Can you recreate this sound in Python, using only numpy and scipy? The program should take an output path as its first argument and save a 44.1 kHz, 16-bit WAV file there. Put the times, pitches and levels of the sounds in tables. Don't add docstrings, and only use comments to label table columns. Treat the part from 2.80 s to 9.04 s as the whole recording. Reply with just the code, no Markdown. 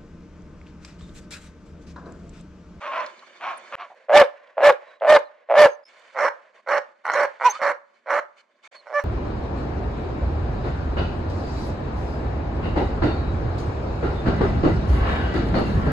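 import sys
import numpy as np
from scipy import signal
from scipy.fft import rfft, irfft
from scipy.io import wavfile
from scipy.ndimage import uniform_filter1d

SR = 44100
rng = np.random.default_rng(int(sys.argv[2]) if len(sys.argv) > 2 else 0)


def master_out(mix):
    frames = np.transpose(np.atleast_2d(mix))
    ceiling = np.clip(frames, -1, 1)
    pcm = np.round(ceiling * 32767).astype(np.int16)
    wavfile.write(sys.argv[1], SR, pcm)


def volts(x):
    e = np.asarray(x, float) / 20
    return 10 ** e


N = 275184

# (start [s], creak length [s], voiced length [s], first partial level [dB], pitch [Hz])
FAR = [
    (0, 0.021, 0.086, -40, 603),
    (.108, .025, .11, -35, 642.3),
    (.6, 0.029, 0.094, -36, 748),
    (.915, 0.019, 0.045, -34.5, 582.6),
    (.975, 0.02, 0.052, -42, 726),
]
NEAR = [
    (1.2826, .048, 0.092, -6.5, 602.3),
    (1.7677, 0.056, .078, -7, 590.6),
    (2.2075, .066, .095, -8, 612.8),
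    (2.686, 0.075, .1, -6.5, 610),
]
TEAM = [
    (3.345, .04, .1, -22.5, 585.7),
    (3.861, 0.027, 0.1, -23.5, 578.4),
    (4.335, 0.0089, 0.11, -23, 587.2),
    (4.79, 0.027, 0.1, -23.5, 569.5),
    (5.258, .04, .097, -24, 581.3),
]
GROWL = [(4.2366, 0.1, 0.0033, -39, 603)]
YIP = [(4.597, .045, .04, -29.5, 507.8)]
LAST = [(6.057, 0.084, .057, -21.5, 591)]
CRIES = [
    (.02, 0.0056, 0.028, -54.5, 630),
    (.055, 0.0067, 0.064, -53, 540),
    (.125, 0.017, 0.017, -50, 665),
    (.155, .012, 0.043, -46, 515),
    (.612, 0.016, 0.09, -56, 650),
    (.65, 0.0065, 0.052, -51, 545),
    (.995, 0.0069, 0.049, -59, 580),
]

FAR_VOICE = dict(creak_hz=140, rough=.5, mouth=1.02, pan_db=-1)
NEAR_VOICE = dict(creak_hz=118, rough=.18, mouth=1.0, pan_db=-.6)
TEAM_VOICE = dict(creak_hz=115, rough=.42, mouth=1.0, pan_db=-3.8)
GROWL_VOICE = dict(creak_hz=90, rough=.9, mouth=.97, pan_db=-2.8)
YIP_VOICE = dict(creak_hz=110, rough=.03, mouth=1.0, pan_db=-3.3)
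LAST_VOICE = dict(creak_hz=120, rough=.03, mouth=1.0, pan_db=-4)
CRY_VOICE = dict(creak_hz=140, rough=.12, mouth=1.02, pan_db=-1)

FAR_EFFORT = dict(start_db=-6.5, attack_s=0.024, creak_db=-1.5, swell_s=.04, sag_db=-3, release_s=0.064, scoop=.03, droop=0.06)
NEAR_EFFORT = dict(start_db=-22, attack_s=.016, creak_db=-6.5, swell_s=.028, sag_db=-0.63, release_s=0.033, scoop=.07, droop=.08)
TEAM_EFFORT = dict(start_db=-13.5, attack_s=0.038, creak_db=-3, swell_s=.045, sag_db=-2.5, release_s=0.023, scoop=0.05, droop=.06)
GROWL_EFFORT = dict(start_db=-36, attack_s=0.016, creak_db=-1, swell_s=0.0097, sag_db=-6, release_s=.015, scoop=0.01, droop=.03)
YIP_EFFORT = dict(start_db=-20, attack_s=.02, creak_db=-10, swell_s=.021, sag_db=-5, release_s=.035, scoop=.07, droop=.055)
LAST_EFFORT = dict(start_db=-28, attack_s=0.076, creak_db=-5.5, swell_s=.032, sag_db=-3, release_s=0.019, scoop=0.028, droop=0.034)
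CRY_EFFORT = dict(start_db=-18, attack_s=0.0073, creak_db=-4.5, swell_s=0.018, sag_db=-1.5, release_s=.022, scoop=0.022, droop=.05)

FAR_MIX = dict(upper_db=-10.5, rasp_db=5, rasp_slope=0.91, break_db=-3.5, breath_db=-21.5, breath_slope=1)
NEAR_MIX = dict(upper_db=-17, rasp_db=-9, rasp_slope=0.86, break_db=6.5, breath_db=-7.5, breath_slope=2.32)
TEAM_MIX = dict(upper_db=-6, rasp_db=1.5, rasp_slope=0.99, break_db=0, breath_db=-20, breath_slope=1)
GROWL_MIX = dict(upper_db=-5.5, rasp_db=18.5, rasp_slope=1.05, break_db=0.5, breath_db=-14, breath_slope=0.57)
YIP_MIX = dict(upper_db=22, rasp_db=8, rasp_slope=0.48, break_db=-9, breath_db=12, breath_slope=1.4)
LAST_MIX = dict(upper_db=-0.5, rasp_db=-19.5, rasp_slope=0.085, break_db=11.5, breath_db=-51, breath_slope=0.1)
CRY_MIX = dict(upper_db=15.5, rasp_db=4.5, rasp_slope=1, break_db=-3.5, breath_db=-10, breath_slope=0.99)

# (center [Hz], width [Hz], level [dB])
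FAR_THROAT = [(330, 240, -13.5), (928, 230, 5.5), (1350, 670, 1.5), (2300, 290, 1), (2900, 1700, -4.5)]
NEAR_THROAT = [(441.5, 200, 1.5), (809, 500, 9.5), (1630, 340, -6), (1930, 174, 0), (2660, 690, -22)]
TEAM_THROAT = [(415, 240, -19.5), (950, 510, 4.5), (1517, 202, 2.5), (1876, 200, -0.5), (2220, 290, -6)]

HOARSE_DB = [0.5, 0, -15.5, -35.5]
NEAR_DB = [0.5, 5.5, -7.5, -8.5]
YIP_DB = [0, -17, -22, -20]
LAST_DB = [-1, -2.5, -16, -30]
CRY_DB = [2.2, -14.5, -12, -19.5]

# (frequency [Hz], level per hertz [dB])
NEAR_BREATH = [(1290, -28.5), (2200, 6.5), (2590, -4.5), (2980, -3.5), (3450, -4.5), (4030, -7.5),
               (15600, -39)]
TEAM_BREATH = [(1800, -30), (2800, 3), (3500, -14), (4350, -2), (4850, -17), (5500, -1), (6400, -14),
               (15600, -38)]

# (start [s], length [s], pitch [Hz], glide [Hz], level [dB])
WHISTLES = [
    (0.77, 0.016, 9770, -1300, -38.5),
    (1.333, .052, 700, 165, -10),
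    (2.044, 0.15, 3860, 28.5, -70),
    (2.441, 0.051, 4250, -400, -66),
    (2.875, .09, 6240, 58, -60.5),
    (3.031, 0.071, 5100, 81, -57.5),
    (4.326, 0.028, 6660, 84.5, -45.5),
    (4.689, 0.039, 6080, 198.5, -31.5),
    (4.719, 0.0693, 1042, 293.5, -38),
    (5.943, 0.078, 4430, -260, -53),
]

# (middle [s], length [s], far yelps and late bark echo level [dB],
# panting level [dB])
PACK = [(0.27, 0.1, -80, -57), (.85, 0.48, -57.5, -67), (1.083, 0.15, -66.5, -61.5),
        (1.202, .14, -64.5, -67.5), (1.6, 0.35, -56.5, -102.5), (2.076, 0.25, -52.5, -71),
        (2.55, 0.2, -69, -112), (3.101, 0.051, -60, -54.5), (3.229, 0.39, -113.5, -58.5),
        (3.259, 0.36, -56.5, -57.5), (3.62, 0.21, -57, -75.5), (3.775, 0.078, -55.5, -65),
        (4.075, 0.13, -62, -84), (4.501, 0.18, -49.5, -62), (4.705, 0.21, -51, -41),
        (5.164, 0.065, -83.5, -70), (5.592, 0.062, -81.5, -56.5), (5.778, 0.053, -85, -81.5),
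        (5.862, 0.069, -68.5, -49), (5.877, 0.0083, -47.5, -51), (5.946, 0.061, -54.5, -54)]
# (center [Hz], width [Hz], level [dB])
YELP = [(580, 120, 2.65), (1090, 130, -1.5), (1650, 630, -4.5)]
PANT = [(1400, 1200, -1.5), (2170, 180, 0), (2950, 240, -3.5), (3450, 340, -4), (4130, 630, -7.5),
        (5500, 1500, -17.5)]
PAWS = [(238.6, 59, -2), (350, 51, 1.5)]
# (far yelps and late bark echo [dB], panting [dB], paws [dB])
HUSH = [
    (-56, -53, -64.5),
    (-62, -85.5, -81.5),
    (-69, -73, -79),
    (-57.5, -64, -78),
]

# (start [s], peak level [dB], pitch [Hz])
TICKS = [
    (.262, -36, 4200),
    (.392, -44.5, 3870),
    (.423, -41.5, 1120),
    (1.1, -40.5, 788),
    (1.116, -43.5, 766),
    (1.673, -56, 3030),
    (2.2, -55, 3100),
    (3.195, -56.5, 7000),
]

# (start [s], end [s], fade-out [s], right channel delay [samples])
SHOTS = [
    (0, .9545, 1e-5, 2),
    (.958, 3.046, .01, 1),
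    (3.048, 5.877, .002, 0),
    (5.91, 6.24, 1e-5, 0),
]
ECHO_GAIN_DB = [-12, -24, -18, -22.5]

RELEASE_DB, CREAK_RISE_DB, UPPER_SLOPE = -36.5, 4.5, 1.2
BREAK_S, EXHALE_S, EXHALE_DB = 0.01305, 0.015, -10
THROAT_TOP_HZ, EARLY_TONE, PATCH_DB = 2800, .35, 4
WAVER_HZ, WAVER, TAPER_DB = 13, .018, -17
PAWS_DB, STIR_EDGE_DB, TICK_CYCLES = -32.5, -18, 15
ECHO_T60_S, ECHO_TOP_HZ, SNOW_T60_S, SNOW_DB, YIP_ECHO_DB = 0.63, 2200, 0.31, 15, -9
OVERLOAD = .86
POP_S, POP_WIDTH_S, POP_DB = .953, 0.00075, -38


def barks():
    close_air, distant_air = breath_noise(NEAR_BREATH), breath_noise(TEAM_BREATH)
    out, hiss = np.zeros((3, N)), rng.standard_normal(N)
    sway = wobble(100), wobble(59)
    dogs = [
        (CRIES, CRY_VOICE, CRY_EFFORT, CRY_MIX, FAR_THROAT, CRY_DB),
        (FAR, FAR_VOICE, FAR_EFFORT, FAR_MIX, FAR_THROAT, HOARSE_DB),
        (NEAR, NEAR_VOICE, NEAR_EFFORT, NEAR_MIX, NEAR_THROAT, NEAR_DB),
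        (TEAM, TEAM_VOICE, TEAM_EFFORT, TEAM_MIX, TEAM_THROAT, HOARSE_DB),
        (GROWL, GROWL_VOICE, GROWL_EFFORT, GROWL_MIX, TEAM_THROAT, HOARSE_DB),
        (YIP, YIP_VOICE, YIP_EFFORT, YIP_MIX, TEAM_THROAT, YIP_DB),
        (LAST, LAST_VOICE, LAST_EFFORT, LAST_MIX, TEAM_THROAT, LAST_DB),
    ]
    for calls, *dog in dogs:
        air = close_air if calls is NEAR else distant_air
        for row in calls:
            span, sound = bark(row, *dog, air, hiss, sway)
            if calls is FAR:
                sound = lowpass(sound, 2, 6500)
            to_trees = sound.mean(0)
            if calls is YIP:
                to_trees = to_trees * volts(YIP_ECHO_DB)
            shot_end = min(end for _, end, *_ in SHOTS if end > row[0])
            out[:, span] += np.vstack([sound, to_trees]) * (span / SR < shot_end)
    return out


def bark(row, voice, shape, mix, throat, partial_db, air, hiss, sway):
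    start, creak_s, voiced_s, level_db, pitch_hz = row
    rough = voice["rough"]
    end_s = creak_s + voiced_s
    span = np.arange(int(start * SR), min(int((start + end_s + .1) * SR), N))
    t = span / SR - start
    push_db, bend = effort(t, creak_s, voiced_s, **shape)
    hz, first_db = pitch_hz * bend, level_db + push_db
    upper_db = level_db + mix["upper_db"] + UPPER_SLOPE * push_db

    rasp_db = level_db + mix["rasp_db"] + mix["rasp_slope"] * push_db
    rasp_db = rasp_db + mix["break_db"] * np.exp(-((t - end_s) / BREAK_S) ** 2)
    rasp_db = rasp_db + 2 * RELEASE_DB * np.clip((t - end_s - .04) / .06, 0, 1)

    blow = volts(mix["breath_db"] + mix["breath_slope"] * first_db)
    keep = np.exp(-1 / (EXHALE_S * SR))
    blow = np.maximum(blow, volts(EXHALE_DB) * signal.lfilter([1 - keep], [1, -keep], blow))

    lock = np.clip((t - creak_s) / 0.02525 + .6, 0, 1)
    pulses = fold_pulses(voice["creak_hz"] + lock * (hz / 2 - voice["creak_hz"]), rough)
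    puffs = unit(signal.lfilter([1], [1, -np.exp(-1 / (0.0041 * SR))], pulses))
    rough_air = (.3 + .7 * rough) * (.8 + .6 * puffs) * hiss[span]
    rasp = lowpass(unit(tract(pulses + rough_air, throat, voice["mouth"])), 4, THROAT_TOP_HZ)
    creak = unit(ring(ring(ring(pulses, pitch_hz, 79), pitch_hz, 500), pitch_hz, 900))

    phase = 2 * np.pi * np.cumsum(hz * (1 + .12 * rough * sway[0][span])) / SR
    swell = np.sqrt(2) * (1 + .5 * rough * sway[1][span])
    first = np.maximum(lock, EARLY_TONE) * swell * np.cos(phase) + (1 - lock) * creak
    upper = lock * swell * sum(volts(db) * np.cos((k + 2) * phase) for k, db in enumerate(partial_db))
    voiced = volts(first_db) * first + volts(upper_db) * upper + volts(rasp_db) * rasp

    gusts = volts(1.6 * sway[1][span]) * (0.36 + 0.81 * np.minimum(puffs, 2))
    breath = blow * (0.3 + 0.68 * lock) * gusts * air[:, span]
    return span, place((voiced + breath) * fade(t, .02), voice["pan_db"])


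def fold_pulses(rate, rough):
    chance = rng.standard_normal((160, 2)).T
    gaps = np.clip(1 + (.08 + .2 * rough) * chance[0], .4, 2)
    gaps[:2] = .2, 1.25
    at = np.searchsorted(np.cumsum(rate) / SR, np.cumsum(gaps))
    inside = at < len(rate)
    pulses = np.zeros(len(rate))
    pulses[at[inside]] = volts(3 * chance[1][inside])
    return pulses * np.sqrt(SR / rate)


def effort(t, creak_s, voiced_s, start_db, attack_s, creak_db, swell_s, sag_db, release_s, scoop, droop):
    end_s = creak_s + voiced_s
    knots = np.maximum.accumulate([0, min(attack_s, creak_s), creak_s, creak_s + min(swell_s, voiced_s),
                                   end_s, end_s + release_s, end_s + 2 * release_s])
    levels = [start_db, creak_db - CREAK_RISE_DB, creak_db, 0, sag_db, RELEASE_DB, 2 * RELEASE_DB]
    full_s = knots[3]
    before = np.clip((full_s + swell_s - t) / (2 * swell_s), 0, 1)
    hold = np.clip((t - full_s) / (end_s - full_s + 0.00037), 0, 1.5)
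    return np.interp(t, knots, levels), 1 - scoop * before ** 2 - droop * hold ** 3


def breath_noise(spectrum):
    f = np.fft.rfftfreq(N, 1 / SR)
    hz, db = np.array(spectrum).T
    gain = volts(np.interp(np.log(f + 1), np.log(hz), db, left=-60))
    mid, side = rfft(rng.standard_normal((2, N))) * gain
    side = side * np.clip(f / 8000, .3, .9)
    return place(unit(patchy(irfft(np.array([mid + side, mid - side]), N))), -1.5)


def patchy(x):
    z = signal.stft(x, nperseg=256)[2]
    spots = uniform_filter1d(rng.standard_normal(z.shape[1:]), size=3, axis=0)
    spots = uniform_filter1d(spots, size=9, axis=1)
    return signal.istft(z * volts(PATCH_DB * unit(spots)), nperseg=256)[1][:, :N]


def whistles():
    out, drift, flutter = np.zeros(N), wobble(200), wobble(130)
    for start, length, start_hz, glide_hz, level_db in WHISTLES:
        span = np.arange(int(start * SR), int((start + length) * SR))
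        t = span / SR - start
        hz = (start_hz + glide_hz * t / length) * (1 - WAVER * np.cos(2 * np.pi * WAVER_HZ * t))
        db = level_db + TAPER_DB * (2 * t / length - 1) ** 4
        phase = 2 * np.pi * np.cumsum(hz * (1 + .013 * drift[span])) / SR
        tone = np.sin(phase) + volts(-26.0) * np.sin(2 * phase)
        level = np.sqrt(2) * volts(db + 3.8 * flutter[span])
        out[span] += level * tone * np.clip(t / 0.002, 0, 1) * fade(t, 0.014)
    return place(out[None], -3.6)


def ticks():
    out = np.zeros(N)
    t = np.arange(SR // 30) / SR
    for start, db, hz in TICKS:
        noise = ring(ring(rng.standard_normal(len(t)), hz, hz / 3), hz, hz / 3)
        shape = np.exp(-t * hz / TICK_CYCLES) * np.minimum(t * hz / 2, 1)
        out[int(start * SR):][:len(t)] += volts(db) * unit(noise) * shape
    return place(out[None], -1.5)


def pack():
    t = np.arange(0, N / SR, .002)
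    middle, length, yelp_db, pant_db = np.transpose(PACK)[:, :, None]
    stir_db = np.maximum(STIR_EDGE_DB * (2 * (t - middle) / length) ** 4, -90)
    shot_number = np.searchsorted([shot[0] for shot in SHOTS], t, side="right") - 1
    hush = np.array(HUSH)[shot_number].T
    out, shared, own = 0, wobble(20), wobble(25)
    layers = [(YELP, yelp_db, hush[0], .35), (PANT, pant_db, hush[1], .6), (PAWS, pant_db + PAWS_DB, hush[2], .3)]
    for modes, db, hush_db, width in layers:
        noise = rng.standard_normal((2, N))
        mid, side = sum(tract(noise, [mode]) * volts(2 * np.roll(own, rng.integers(N))) for mode in modes)
        both = unit(np.array([mid + width * side, mid - width * side]))
        level = volts(hush_db) + volts((db + stir_db).max(0))
        out = out + both * np.interp(np.arange(N) / SR, t, level) * volts(shared)
    return place(lowpass(out, 4, 8500), -2.5)


def forest():
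    t = np.arange(SR) / SR
    clumps = volts(3.0 * np.repeat(rng.standard_normal(SR // 441), 441))
    mid, side = rng.standard_normal((2, SR)) * clumps
    noise = place(np.array([mid + .9 * side, mid - .9 * side]), -2) * np.clip(t / .01, 0, 1)
    trunks = lowpass(noise, 3, ECHO_TOP_HZ) * volts(-60 * t / ECHO_T60_S)
    snow = lowpass(noise, 1, 7000) * volts(SNOW_DB - 60 * t / SNOW_T60_S)
    return unit(highpass(trunks + snow, 3, 380)) / np.sqrt(SR)


def unit(x):
    return x / np.sqrt(np.mean(x ** 2) + 1e-20)


def lowpass(x, order, hz):
    return signal.sosfilt(signal.butter(order, hz, fs=SR, output="sos"), x)


def highpass(x, order, hz):
    return signal.sosfilt(signal.butter(order, hz, "highpass", fs=SR, output="sos"), x)


def ring(x, hz, width):
    return signal.lfilter(*signal.iirpeak(hz, hz / width, SR), x)


def tract(x, modes, scale=1):
    out = 0
    for k, (hz, width, db) in enumerate(modes):
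        rung = ring(ring(x, hz * scale, 1.57 * width), hz * scale, 1.57 * width)
        out = out + (-1) ** k * volts(db) * rung
    return out


def fade(t, out_s):
    return np.clip(t / 0.009, 0, 1) * np.clip((t[-1] - t) / out_s, 0, 1)


def place(x, pan_db):
    return x * volts(np.array([[pan_db], [-pan_db]]) / 2)


def wobble(rate_hz):
    return unit(lowpass(rng.standard_normal(N), 2, rate_hz))


def scene():
    voices, bed, trees = barks(), pack() + whistles() + ticks(), forest()
    out = np.zeros((2, N))
    for (start, end, out_s, lag), gain_db in zip(SHOTS, ECHO_GAIN_DB):
        a, b = int(start * SR), min(int(end * SR), N)
        echo = signal.fftconvolve(voices[2:, a:b], trees, axes=1)[:, :b - a]
        bounce = ring(ring(np.roll(voices[0, a:b], SR // 300), 200, 250), 200, 250)
        bank = volts(-2.0) * bounce * np.array([[1], [-1]])
        shot = voices[:2, a:b] + bank + bed[:, a:b] + volts(gain_db) * echo
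        shot = highpass(shot, 4, 135)
        shot = OVERLOAD * np.tanh(shot / OVERLOAD)
        shot = highpass(shot, 1, 60)
        shot[1] = np.roll(shot[1], lag)
        i = np.arange(b - a)
        fade_in = np.clip(i / (0.0056 * SR * (a > 0) + 1), 0, 1)
        out[:, a:b] = shot * fade_in * fade(i / SR, out_s)
    thump = np.exp(-((np.arange(N) / SR - POP_S) / POP_WIDTH_S) ** 2)
    return out + volts(POP_DB) * thump


def top_cut(x):
    return signal.sosfilt(signal.butter(12, 15750, fs=SR, output="sos"), x)


def record(dry):
    return top_cut(dry)


dry = scene()
out = record(dry)
master_out(out)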